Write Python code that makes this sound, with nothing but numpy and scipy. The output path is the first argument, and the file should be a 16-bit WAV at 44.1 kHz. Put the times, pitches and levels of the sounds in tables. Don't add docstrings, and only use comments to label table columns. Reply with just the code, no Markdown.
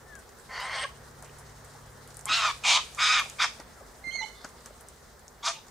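import sys
import numpy as np
from scipy import signal
from scipy.fft import rfft, irfft
from scipy.io import wavfile
from scipy.ndimage import uniform_filter1d

SR = 44100
rng = np.random.default_rng(int(sys.argv[2]) if len(sys.argv) > 2 else 0)


def linear_from_db(decibels):
    return 10 ** (np.asarray(decibels, float) / 20)


def dump_mix(stems):
    frames = np.atleast_2d(stems).T
    limited = np.clip(frames, -1, 1)
    pcm = np.round(limited * 32767).astype(np.int16)
    wavfile.write(sys.argv[1], SR, pcm)


N = 251370


def rms_one(x):
    return x / np.sqrt(np.mean(x ** 2) + 1e-20)


def in_time(rows, t):
    s, *columns = np.transpose(rows)
    return [np.interp(t, s, column) for column in columns]


def at_hz(points, hz):
    curve_hz, value = np.transpose(points)
    return np.interp(np.log(hz), np.log(curve_hz), value)


def span(start_s, end_s):
    where = slice(int(start_s * SR), min(int(end_s * SR), N))
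    return where, np.arange(where.start, where.stop) / SR


def drift(rate_hz, size):
    r = np.exp(-2 * np.pi * rate_hz / SR)
    warm_up = 9000
    slow = signal.lfilter([1], [1, -2 * r, r * r], rng.standard_normal(size + warm_up))[warm_up:]
    return rms_one(slow - slow.mean())


def coloured(x, spectrum):
    hz = np.maximum(np.fft.rfftfreq(x.shape[-1], 1 / SR), 1)
    return irfft(rfft(x) * linear_from_db(at_hz(spectrum, hz)), x.shape[-1])


def panned(x, pan_db):
    return x * linear_from_db(np.array([[.5], [-.5]]) * pan_db)


def band_pass(x, order, low_hz, high_hz):
    sos = signal.butter(order, [low_hz, high_hz], "band", fs=SR, output="sos")
    return signal.sosfilt(sos, x)


def burst(ring_hz, width_hz, t60_s):
    t = np.arange(2500) / SR
    r = np.exp(-np.pi * width_hz / SR)
    y = rng.standard_normal(len(t)) * linear_from_db(-60 * t / t60_s)
    for _ in range(2):
        y = signal.lfilter([1, 0, -1], [1, -2 * r * np.cos(2 * np.pi * ring_hz / SR), r * r], y)
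    return y / np.abs(y).max()


def banded_noise(spectrum, patchy_db, in_step=0.11):
    # pitch_hz, likeness (0-1)
    likeness = [(25, .985), (60, .96), (125, .83), (300, .6), (1000, .55), (3000, .43), (8000, .4),
                (14000, .42)]
    out, together = 0, drift(14, N)
    edges_hz = 20 * 2 ** np.arange(0, 10.5, .5)
    white = rng.standard_normal((2, 2, N))
    for k, (low_hz, high_hz) in enumerate(zip(edges_hz, edges_hz[1:])):
        if high_hz < spectrum[0][0] or low_hz > spectrum[-1][0]:
            continue
        mid, side = band_pass(white[k % 2], 2, low_hz, high_hz)
        alike = np.clip(at_hz(likeness, np.sqrt(low_hz * high_hz)), -1, 1)
        flicker = linear_from_db(patchy_db * (in_step * together + drift(12.4, N)))
        out = out + flicker * (np.sqrt(1 + alike) * mid + np.sqrt(1 - alike) * side * [[1], [-1]])
    return rms_one(coloured(out, spectrum))


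def motor_drone(t):
    # pitch_hz, level_db
    hum = [(105, -5), (141, -1.5)]
    # time_s, level_db
    loudness = [(0.0, -57.5), (0.3, -69), (0.45, -61), (1.06, -54), (2.0, -53), (2.3, -52.5), (2.7, -58.5),
                (3.29, -54.5), (3.57, -64), (5.7, -65)]
    motor = 0
    for hz, level_db in hum:
        swell = linear_from_db(level_db + drift(1.6, N))
        phase = 2 * np.pi * np.cumsum(hz * (1 + 0.0081 * drift(1.49, N))) / SR
        motor = motor + swell * np.sin(phase)
    (motor_db,) = in_time(loudness, t)
    return linear_from_db(motor_db) * motor


def background():
    # pitch_hz, level_db
    rumble_colour = [(12, -53), (20, -16), (54, 5.5), (145, -11), (168, -17), (296, -14.5), (400, -5),
                     (520, -12), (880, -120)]
    # pitch_hz, level_db
    traffic_colour = [(200, -3.5), (250, -0.5), (310, -21.5), (450, -2.5), (700, -4), (1200, -5),
                      (1900, -8), (2200, -14), (2700, -26), (4000, -53)]
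    # pitch_hz, level_db
    leaf_colour = [(2000, -12), (2800, -7), (4000, -2.5), (6000, -2.5), (9000, -4), (11000, -10),
                   (14000, -24), (16000, -27)]
    # pitch_hz, level_db
    hiss_colour = [(2000, -22), (6000, -28), (15500, -0.5), (17000, -3)]
    # time_s, level_db
    road = [(0.0, -54.5), (0.6, -55.5), (1.1, -53), (2.1, -54), (3.4, -53), (4.7, -54.5), (5.0, -56.5),
            (5.7, -56.5)]
    # time_s, level_db
    leaf_level = [(0.0, -61.5), (0.43, -59), (0.7, -56.5), (0.88, -60), (1.06, -58), (2.06, -58.5), (2.24, -57.5),
                  (2.38, -42), (2.6, -53), (3.29, -51.5), (3.76, -58), (4.05, -59), (4.35, -57), (4.79, -58.5),
                  (4.95, -59.5), (5.21, -62.5), (5.48, -60.5), (5.7, -62)]
    t = np.arange(N) / SR
    (traffic_db,), (leaves_db,) = in_time(road, t), in_time(leaf_level, t)
    rumble_db = -55.5 + 0.38 * (traffic_db - traffic_db.mean()) - 0.48 * t
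    rumble = linear_from_db(rumble_db) * banded_noise(rumble_colour, patchy_db=1.0)
    traffic = linear_from_db(traffic_db) * banded_noise(traffic_colour, patchy_db=1.2)
    leaves = linear_from_db(leaves_db) * banded_noise(leaf_colour, patchy_db=1.5, in_step=.8)
    hiss = linear_from_db(-66) * banded_noise(hiss_colour, patchy_db=-0.5)
    return rumble + traffic + leaves + motor_drone(t) + hiss


def echoes(x, crown_db):
    # pitch_hz, level_db
    echo_colour = [(500, -3), (1500, -3), (2400, 5), (6000, 6), (9000, 6), (11000, 5.5)]
    long_t60_s, crown_t60_s, gap_s, echo_db = 0.84, 0.24, 0.0007, -6.5
    t = np.arange(int(.8 * SR)) / SR
    hits = rng.standard_normal((2, len(t))) * (rng.random((2, len(t))) < .05)
    shared = hits + 0.16 * hits[::-1]
    fading = linear_from_db(-60 * t / long_t60_s) + linear_from_db(crown_db - 60 * t / crown_t60_s)
    tail = coloured(shared * fading * np.clip(t / gap_s - 1, 0, 1), echo_colour)
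    tail /= np.sqrt(np.sum(tail ** 2) / 2)
    return linear_from_db(echo_db) * signal.fftconvolve(x, tail, axes=1)[:, :N]


def twigs():
    # time_s, peak_db, ring_hz, thud_db, pan_db (left minus
    snaps = [(0.1532, -36.5, 7100, -8, 3), (1.2247, -34, 8100, -7, 2), (1.3962, -38, 8550, -10, 2),
             (2.144, -37, 7600, -18, -5), (2.1694, -30, 8900, -29, 5), (2.1925, -31.5, 8000, -13, -4),
             (2.2104, -35.5, 7800, -21, -4), (2.2556, -20.5, 8600, -18, 0), (2.948, -30, 7300, -20, -2),
             (3.2985, -27, 6660, -27, 1), (3.6001, -35, 5930, -2.5, 0), (4.1548, -45, 6400, 1, -6),
             (4.4463, -29.5, 4960, -7.5, 2), (4.6597, -31, 6960, -9.5, -0.5), (4.886, -34, 7950, -30, 0.0),
             (5.2802, -35, 6340, -34, -1.0)]
    # time_s, peak_db, ring_hz, pan_db
    ticks = [(0.292, -45, 6750, 0.5), (0.386, -46, 8560, 1), (0.398, -46.5, 7400, -10),
             (1.863, -49, 7900, 2), (2.0753, -41, 9200, 3), (2.1053, -41.5, 5150, -1),
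             (4.089, -49, 8300, -4.5), (4.285, -45, 6200, 4), (4.4894, -42, 7550, 0),
             (4.606, -50, 5800, -11), (4.765, -53, 7540, -14), (4.809, -40, 9000, 0.0),
             (5.1933, -45, 7790, 0.0), (5.6672, -45, 6580, -4), (5.683, -43, 6200, -1),
             (4.044, -59, 7000, 1), (4.505, -56, 7800, 0.1), (3.196, -32.5, 10300, -2),
             (3.243, -48, 12500, 0.1), (2.908, -48, 10430, 4), (3.0, -45, 12000, 0.1),
             (0.552, -51, 8350, 0.1), (0.602, -41, 10500, 0.1), (1.11, -51, 7500, 3)]
    # time_s, peak_db, ring_hz, pan_db
    brushes = [(1.245, -42.5, 7040, 0.1), (1.385, -45, 8160, 0.1), (1.6457, -43, 8050, 1),
               (1.66, -52, 6200, 0.1), (2.575, -53, 9300, 5), (0.19, -45.5, 7800, 0.1)]
    # time_s, peak_db, ring_hz
    knocks = [(1.235, -44, 625), (1.75, -46, 780), (3.595, -41.5, 635), (3.598, -44, 234),
              (3.809, -42.5, 584), (3.82, -43, 434), (3.95, -48.5, 625), (4.068, -42, 214),
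              (4.148, -42.5, 644), (4.443, -34, 1430), (4.445, -42, 596), (4.443, -43, 194),
              (4.707, -42, 557), (4.845, -46, 607), (5.08, -66, 716), (2.3, -43, 240), (2.33, -47, 310),
              (1.3, -48, 330)]
    thud_db = -9
    breaks = [(*row, -11) for row in snaps]
    breaks += [(s, db, hz, thud_db, pan_db, -4.5) for s, db, hz, pan_db in ticks]
    breaks += [(s, db, hz, thud_db, pan_db, 0) for s, db, hz, pan_db in brushes]
    out = np.zeros((2, N + 3000))
    for s, peak_db, ring_hz, thud_db, pan_db, tail_db in breaks:
        tick = burst(ring_hz, 0.5 * ring_hz, 0.0064)
        splinters = linear_from_db(tail_db) * np.array([burst(ring_hz, 5400, 0.11) for ear in "LR"])
        thud = linear_from_db(thud_db) * burst(640, 1300, 0.093)
        at = int(s * SR)
        out[:, at:at + len(thud)] += panned(linear_from_db(peak_db) * (tick + splinters + thud), pan_db)
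    for s, peak_db, ring_hz in knocks:
        at, knock = int(s * SR), burst(ring_hz, 190, .032)
        out[:, at:at + len(knock)] += linear_from_db(peak_db) * knock
    return out[:, :N]


def far_call():
    # time_s, pitch_hz, level_db
    call = [
        (0.049, 1770, -69),
        (0.095, 1808, -57.5),
        (0.13, 1697, -49),
        (0.166, 1635, -53),
        (0.19, 1500, -57),
        (0.228, 1530, -76),
    ]
    out = np.zeros(N)
    where, t = span(call[0][0], call[-1][0])
    pitch_hz, level_db = in_time(call, t)
    wobble = 1 + 0.0034 * drift(60, len(t))
    phase = 2 * np.pi * np.cumsum(uniform_filter1d(pitch_hz, size=500) * wobble) / SR
    octave_db = -27 + 0.46 * (level_db.max() - level_db)
    tone = np.sin(phase) + linear_from_db(octave_db) * np.sin(2 * phase)
    loudness = np.sqrt(2) * linear_from_db(level_db + 1.9 * drift(48, len(t)))
    out[where] = loudness * tone * signal.windows.tukey(len(t), .1)
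    return panned(out, 8.5)


def small_notes():
    # start_s, end_s, start_hz, end_hz, level_db
    far_notes = [
        (3.755, 3.848, 1500, 1004, -60),
    ]
    # start_s, end_s, start_hz, end_hz, level_db
    gulps = [
        (0.827, 0.86, 631, 530, -38.5),
        (0.844, 0.861, 1610, 1650, -34),
        (0.84, 0.861, 1146, 1090, -33),
        (5.47, 5.52, 677, 665, -41),
        (5.545, 5.6, 900, 883, -53),
        (5.55, 5.585, 1220, 1210, -53),
    ]
    # start_s, end_s, start_hz, end_hz, level_db
    chips = [
        (4.108, 4.125, 3000, 3220, -44.5),
        (4.205, 4.256, 895, 860, -38),
        (4.215, 4.249, 2870, 3080, -42.5),
        (4.21, 4.25, 3700, 3400, -53),
        (4.215, 4.25, 4820, 4850, -63),
        (4.21, 4.245, 5600, 5600, -53),
        (4.21, 4.245, 7000, 7600, -57),
    ]
    out = np.zeros((2, N))
    for rows, pan_db in [(far_notes, 8.5), (gulps, 0), (chips, -8)]:
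        for start_s, end_s, start_hz, end_hz, level_db in rows:
            where, t = span(start_s, end_s)
            tone = np.sin(2 * np.pi * np.cumsum(np.linspace(start_hz, end_hz, len(t))) / SR)
            loudness = linear_from_db(level_db + 1.0 + 2 * drift(44, len(t)))
            out[:, where] += panned(tone * signal.windows.tukey(len(t), .6) * loudness, pan_db)
    return out


def hoarse_notes():
    # start_s, end_s, pitch_hz, width_hz, level_db
    breaths = [(5.5, 5.635, 3800, 530, -60.5), (5.52, 5.585, 2670, 670, -51),
               (5.425, 5.45, 3500, 310, -45.5), (4.335, 4.43, 3520, 180, -59),
               (4.33, 4.47, 4350, 1300, -59), (0.76, 0.83, 3150, 510, -42), (2.67, 2.73, 14000, 1400, -60),
               (0.78, 0.86, 660, 120, -55), (3.39, 3.46, 1433, 270, -32), (3.385, 3.46, 2180, 400, -35.5),
               (1.22, 1.33, 2500, 1500, -62.5), (5.44, 5.51, 1850, 1200, -48), (3.17, 3.3, 820, 430, -51),
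               (2.3, 2.4, 4030, 780, -32), (2.68, 2.78, 3900, 540, -33), (0.52, 0.71, 1230, 820, -43),
               (0.73, 0.84, 4900, 1300, -48)]
    out = np.zeros(N)
    for start_s, end_s, hz, width_hz, level_db in breaths:
        where, t = span(start_s, end_s)
        air = rng.standard_normal(len(t)) * linear_from_db(4 * drift(200, len(t)))
        rung = rms_one(band_pass(air, 2, hz - width_hz / 2, hz + width_hz / 2))
        out[where] += rung * signal.windows.tukey(len(t), .6) * linear_from_db(level_db)
    return out


def whistle():
    # time_s, pitch_hz, level_db
    whistled = [
        [(4.035, 2090, -65), (4.043, 2100, -44), (4.078, 2097, -38), (4.1, 2090, -38), (4.109, 2130, -68)],
        [(4.122, 2057, -49), (4.13, 2110, -41), (4.156, 2190, -37), (4.185, 2080, -37.5), (4.212, 2006, -35),
         (4.234, 2140, -43), (4.255, 2220, -52)],
    ]
    # second_db, third_db, fourth_db (beside the first)
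    overtones = [
        (-9, -20, -31),
        (-7.5, -14.5, -33),
    ]
    # second, third, fourth (dB per s)
    overtone_fade = [
        (-30, -30, 30),
        (-56, -85, -100),
    ]
    out = np.zeros(N)
    for rows, overtones_db, fades in zip(whistled, overtones, overtone_fade):
        where, t = span(rows[0][0], rows[-1][0])
        pitch_hz, level_db = in_time(rows, t)
        partials_db = [level_db]
        for db, fade in zip(overtones_db, fades):
            partials_db.append(level_db + db + fade * (t - t.mean()))
        wobble = 1 + 0.0011 * drift(80, len(t))
        phase = 2 * np.pi * np.cumsum(uniform_filter1d(pitch_hz, size=700) * wobble) / SR
        for k, db in enumerate(partials_db, start=1):
            out[where] += np.sqrt(2) * linear_from_db(db) * np.sin(k * phase)
        out[where] *= signal.windows.tukey(len(t), .08) * linear_from_db(drift(74, len(t)))
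    return panned(out, -10)


def screech(rows, voice, throat, beak, closing, ring):
    # pitch_hz, width_hz
    hollows = [
        (4500, 310),
        (8400, 740),
    ]
    flutter_hz, swell, pull, jitter, breath = voice
    where, t = span(rows[0][0], rows[-1][0])
    size = len(t)
    cycle_hz, level_db, gape_db, chest_db = in_time(rows, t)

    rasp = np.clip(1 - .08 * chest_db, .3, 1.4)
    rasp = rasp * np.interp(t - t[0], [0, 0.031], [0.34, 1])

    along = np.linspace(-.5, .5, size)
    weak_db = level_db.max() - level_db
    first_db = beak[0] + closing[0] * along + 0.16 * weak_db - 0.87 * gape_db + chest_db
    middle_db = beak[1] + closing[1] * along + gape_db
    bright_db = beak[2] + closing[2] * along + gape_db

    flutter = 2 * np.pi * np.cumsum(flutter_hz * (1 + .1 * drift(30, size))) / SR
    phase = 2 * np.pi * np.cumsum(cycle_hz * (1 + rasp * jitter * drift(150, size))) / SR
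    phase = phase + rasp * pull * np.sin(flutter)
    pulses = 0
    for k, db in enumerate([first_db, 0, middle_db, middle_db] + [bright_db] * 8, start=1):
        lean = rng.uniform(0, 2 * np.pi) + (1.15 if k == 1 else 1.44) * drift(35.0, size)
        swelling = 1 + swell * np.cos(flutter + lean) + 0.19 * drift(100, size)
        extra_rasp = .4 * rasp / k ** 2 * np.sin(flutter)
        partial = np.cos(k * phase + lean + extra_rasp)
        pulses = pulses + linear_from_db(db + 1.5 * drift(45, size)) * swelling * partial
    pulses = rms_one(pulses)

    half = np.clip(beak[3] * (1 + 0.51 * along), 0, 1)
    strong_weak = 1 + half * 2 * rasp * np.cos(phase / 2 + 0.88 * drift(104, size))
    gusts = (1 + np.cos(phase)) * (1 + swell * np.cos(flutter)) * rng.standard_normal(size)
    voiced = coloured(pulses * strong_weak + breath * gusts, throat)
    voiced = band_pass(voiced, 5, 600, 11000)
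    voiced = voiced / np.sqrt(uniform_filter1d(voiced ** 2, size=900) + 1e-12)
    for (hz, width_hz), ring_db in zip(hollows, in_time(ring, t) if ring else []):
        hollow = band_pass(pulses + gusts, 2, hz - width_hz / 2, hz + width_hz / 2)
        voiced = voiced + linear_from_db(ring_db) * rms_one(hollow)
    out = np.zeros(N)
    out[where] = voiced * linear_from_db(level_db) * signal.windows.tukey(size, .012 * SR / size)
    return out


def parrots():
    # time_s, cycle_hz, level_db, gape_db (beak opening), chest_db (chest tone)
    far_screech = [(0.489, 1049, -48, 3, 2), (0.496, 1040, -44, -2, -5), (0.56, 1015, -38, 3, -3),
                   (0.619, 1004, -36, 5, 3.5), (0.691, 1067, -37.5, -2, -2.5), (0.75, 1081, -33, 1, -1.5),
                   (0.809, 1050, -35.5, -4.5, -3.5), (0.838, 1028, -32.5, 2.5, -8),
                   (0.85, 1065, -36.5, 6, 2)]
    # time_s, cycle_hz, level_db, gape_db, chest_db
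    near_screeches = [
        [(2.262, 1032, -42, -15, -2), (2.284, 1091, -34.5, -3.5, -11), (2.298, 1307, -27, 3, 1.5),
         (2.315, 1270, -25, 1.5, 4.5), (2.335, 1352, -23, 3, -3), (2.37, 1358, -27, 1, -3),
         (2.41, 1296, -28, 0.5, -4.5), (2.455, 1233, -23, 1.5, 0.5), (2.518, 1134, -31.5, 3.5, 2.5)],
        [(2.626, 1226, -38, -12, 2), (2.655, 1241, -25, -5, 2), (2.696, 1197, -20, -1.5, -5),
         (2.72, 1144, -20, -3.5, -5), (2.742, 1183, -22.5, 3.5, 3), (2.775, 1237, -21.5, -6, -5),
         (2.805, 1230, -35.5, -30, 1)],
        [(2.97, 1165, -50, -10, 2), (2.986, 1211, -29.5, -6, -11), (3.03, 1249, -21.5, 2, 0.5),
         (3.08, 1242, -23.5, 2, -4), (3.106, 1249, -21.5, 0.5, 4), (3.145, 1278, -22.5, -0.5, -3),
         (3.2, 1184, -24, -1, -1.5), (3.226, 1159, -34.5, -14, 6)],
        [(3.382, 1157, -47, -1, -6), (3.4, 1190, -27, 1.5, 1.5), (3.424, 1191, -23, 6, 2.5),
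         (3.45, 1206, -25, 0.5, -4), (3.47, 1210, -38, 3, 0.1)],
        [(5.42, 1127, -68, 7, 6), (5.43, 1120, -42, -8, -17), (5.46, 1210, -27.5, 0.5, -1.5),
         (5.484, 1216, -25.5, -1.4, -3.5), (5.525, 1173, -41, -10, -17)],
    ]
    # flutter_hz, flutter_swell (0-1), flutter_pull (rad), jitter (0-1), breath (share)
    voices = [
        (230, .62, .24, .013, .1),
        (200, .55, .23, .016, .13),
        (215, .6, .32, .017, .13),
        (215, .65, .27, .013, .13),
        (205, .6, .42, .023, .18),
        (230, .55, .24, .016, .1),
    ]
    # pitch_hz, level_db
    throats = [
        [(400, 16.5), (1900, 7.5), (2580, -5.5), (3200, -11), (3800, -12), (6000, -18), (9860, -35),
         (13000, -48)],
        [(400, -41), (628, -2), (900, 3.5), (2500, 1.5), (3210, 2.5), (4500, -2), (7810, -15.5), (13000, -49)],
        [(400, -21.5), (918, 1), (1800, -12), (2300, -1), (3560, -3), (4760, -8), (6800, -8), (13000, -38.5)],
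        [(400, -15), (1230, 1.5), (1960, 1.5), (2700, -7), (3710, -15.5), (4360, -19), (6750, -17),
         (13000, -48)],
        [(400, -48), (666, -6.5), (1260, -3), (2900, -13.5), (3610, -9.5), (4110, -16), (5200, -12),
         (13000, -43.5)],
        [(400, -43), (700, -1), (1160, 3), (1900, -7), (3000, -11.5), (3660, -8), (6500, -9.5), (13000, -38.5)],
    ]
    # first_partial_db, middle_partials_db, brightness_db, half_rate (share)
    beaks = [
        (-7.5, 5, 5, 0.22),
        (3.5, -2.5, 0, 0.28),
        (-5.5, 2.5, 2, 0.36),
        (-3, 10, 3.5, 0.19),
        (-3.5, -3.5, -4, 0.43),
        (1.5, 5.5, 6.5, 0.35),
    ]
    # first_partial_db, middle_partials_db, brightness_db
    closings = [
        (-3.5, 11, 4),
        (9, -0.5, 2.5),
        (31, 11.5, 3),
        (-7, -3, -4),
        (26, 4, 15),
        (3, 9, 10),
    ]
    # time_s, throat_hollow_db, beak_hollow_db (beside the voice)
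    beak_ring = [(0.484, -30, -50), (0.54, -8.5, -44), (0.59, -8.5, -43), (0.615, -14, -24),
                 (0.66, -23, -12), (0.69, -24, -38), (0.72, -30, -23), (0.825, -16, -6), (0.85, -26, -30)]
    calls = [far_screech] + near_screeches
    rings = [beak_ring] + [None] * len(near_screeches)
    flock = hoarse_notes()
    for call in zip(calls, voices, throats, beaks, closings, rings):
        flock = flock + screech(*call)
    return panned(flock, -0.074)


def scene():
    flock, clear = parrots(), whistle()
    small = small_notes() + far_call()
    crown_echo = echoes(flock + linear_from_db(3.0) * small, crown_db=23)
    whistle_echo = echoes(linear_from_db(2.5) * clear, crown_db=7.5)
    return flock + clear + small + crown_echo + whistle_echo + twigs() + background()


def low_pass(x):
    return signal.sosfilt(signal.butter(12, 15750, fs=SR, output="sos"), x)


def record(dry):
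    cut = signal.sosfilt(signal.cheby2(12, 60, 16500, fs=SR, output="sos"), dry)
    top = irfft(rfft(cut) * (np.fft.rfftfreq(N, 1 / SR) > 15100), N)
    loud = uniform_filter1d(np.mean(cut ** 2, axis=0), size=1500) > linear_from_db(2 * -38)
    mix = cut - top * uniform_filter1d(loud * 1.0, size=600)
    return low_pass(mix)


dry = scene()
out = record(dry)
dump_mix(out)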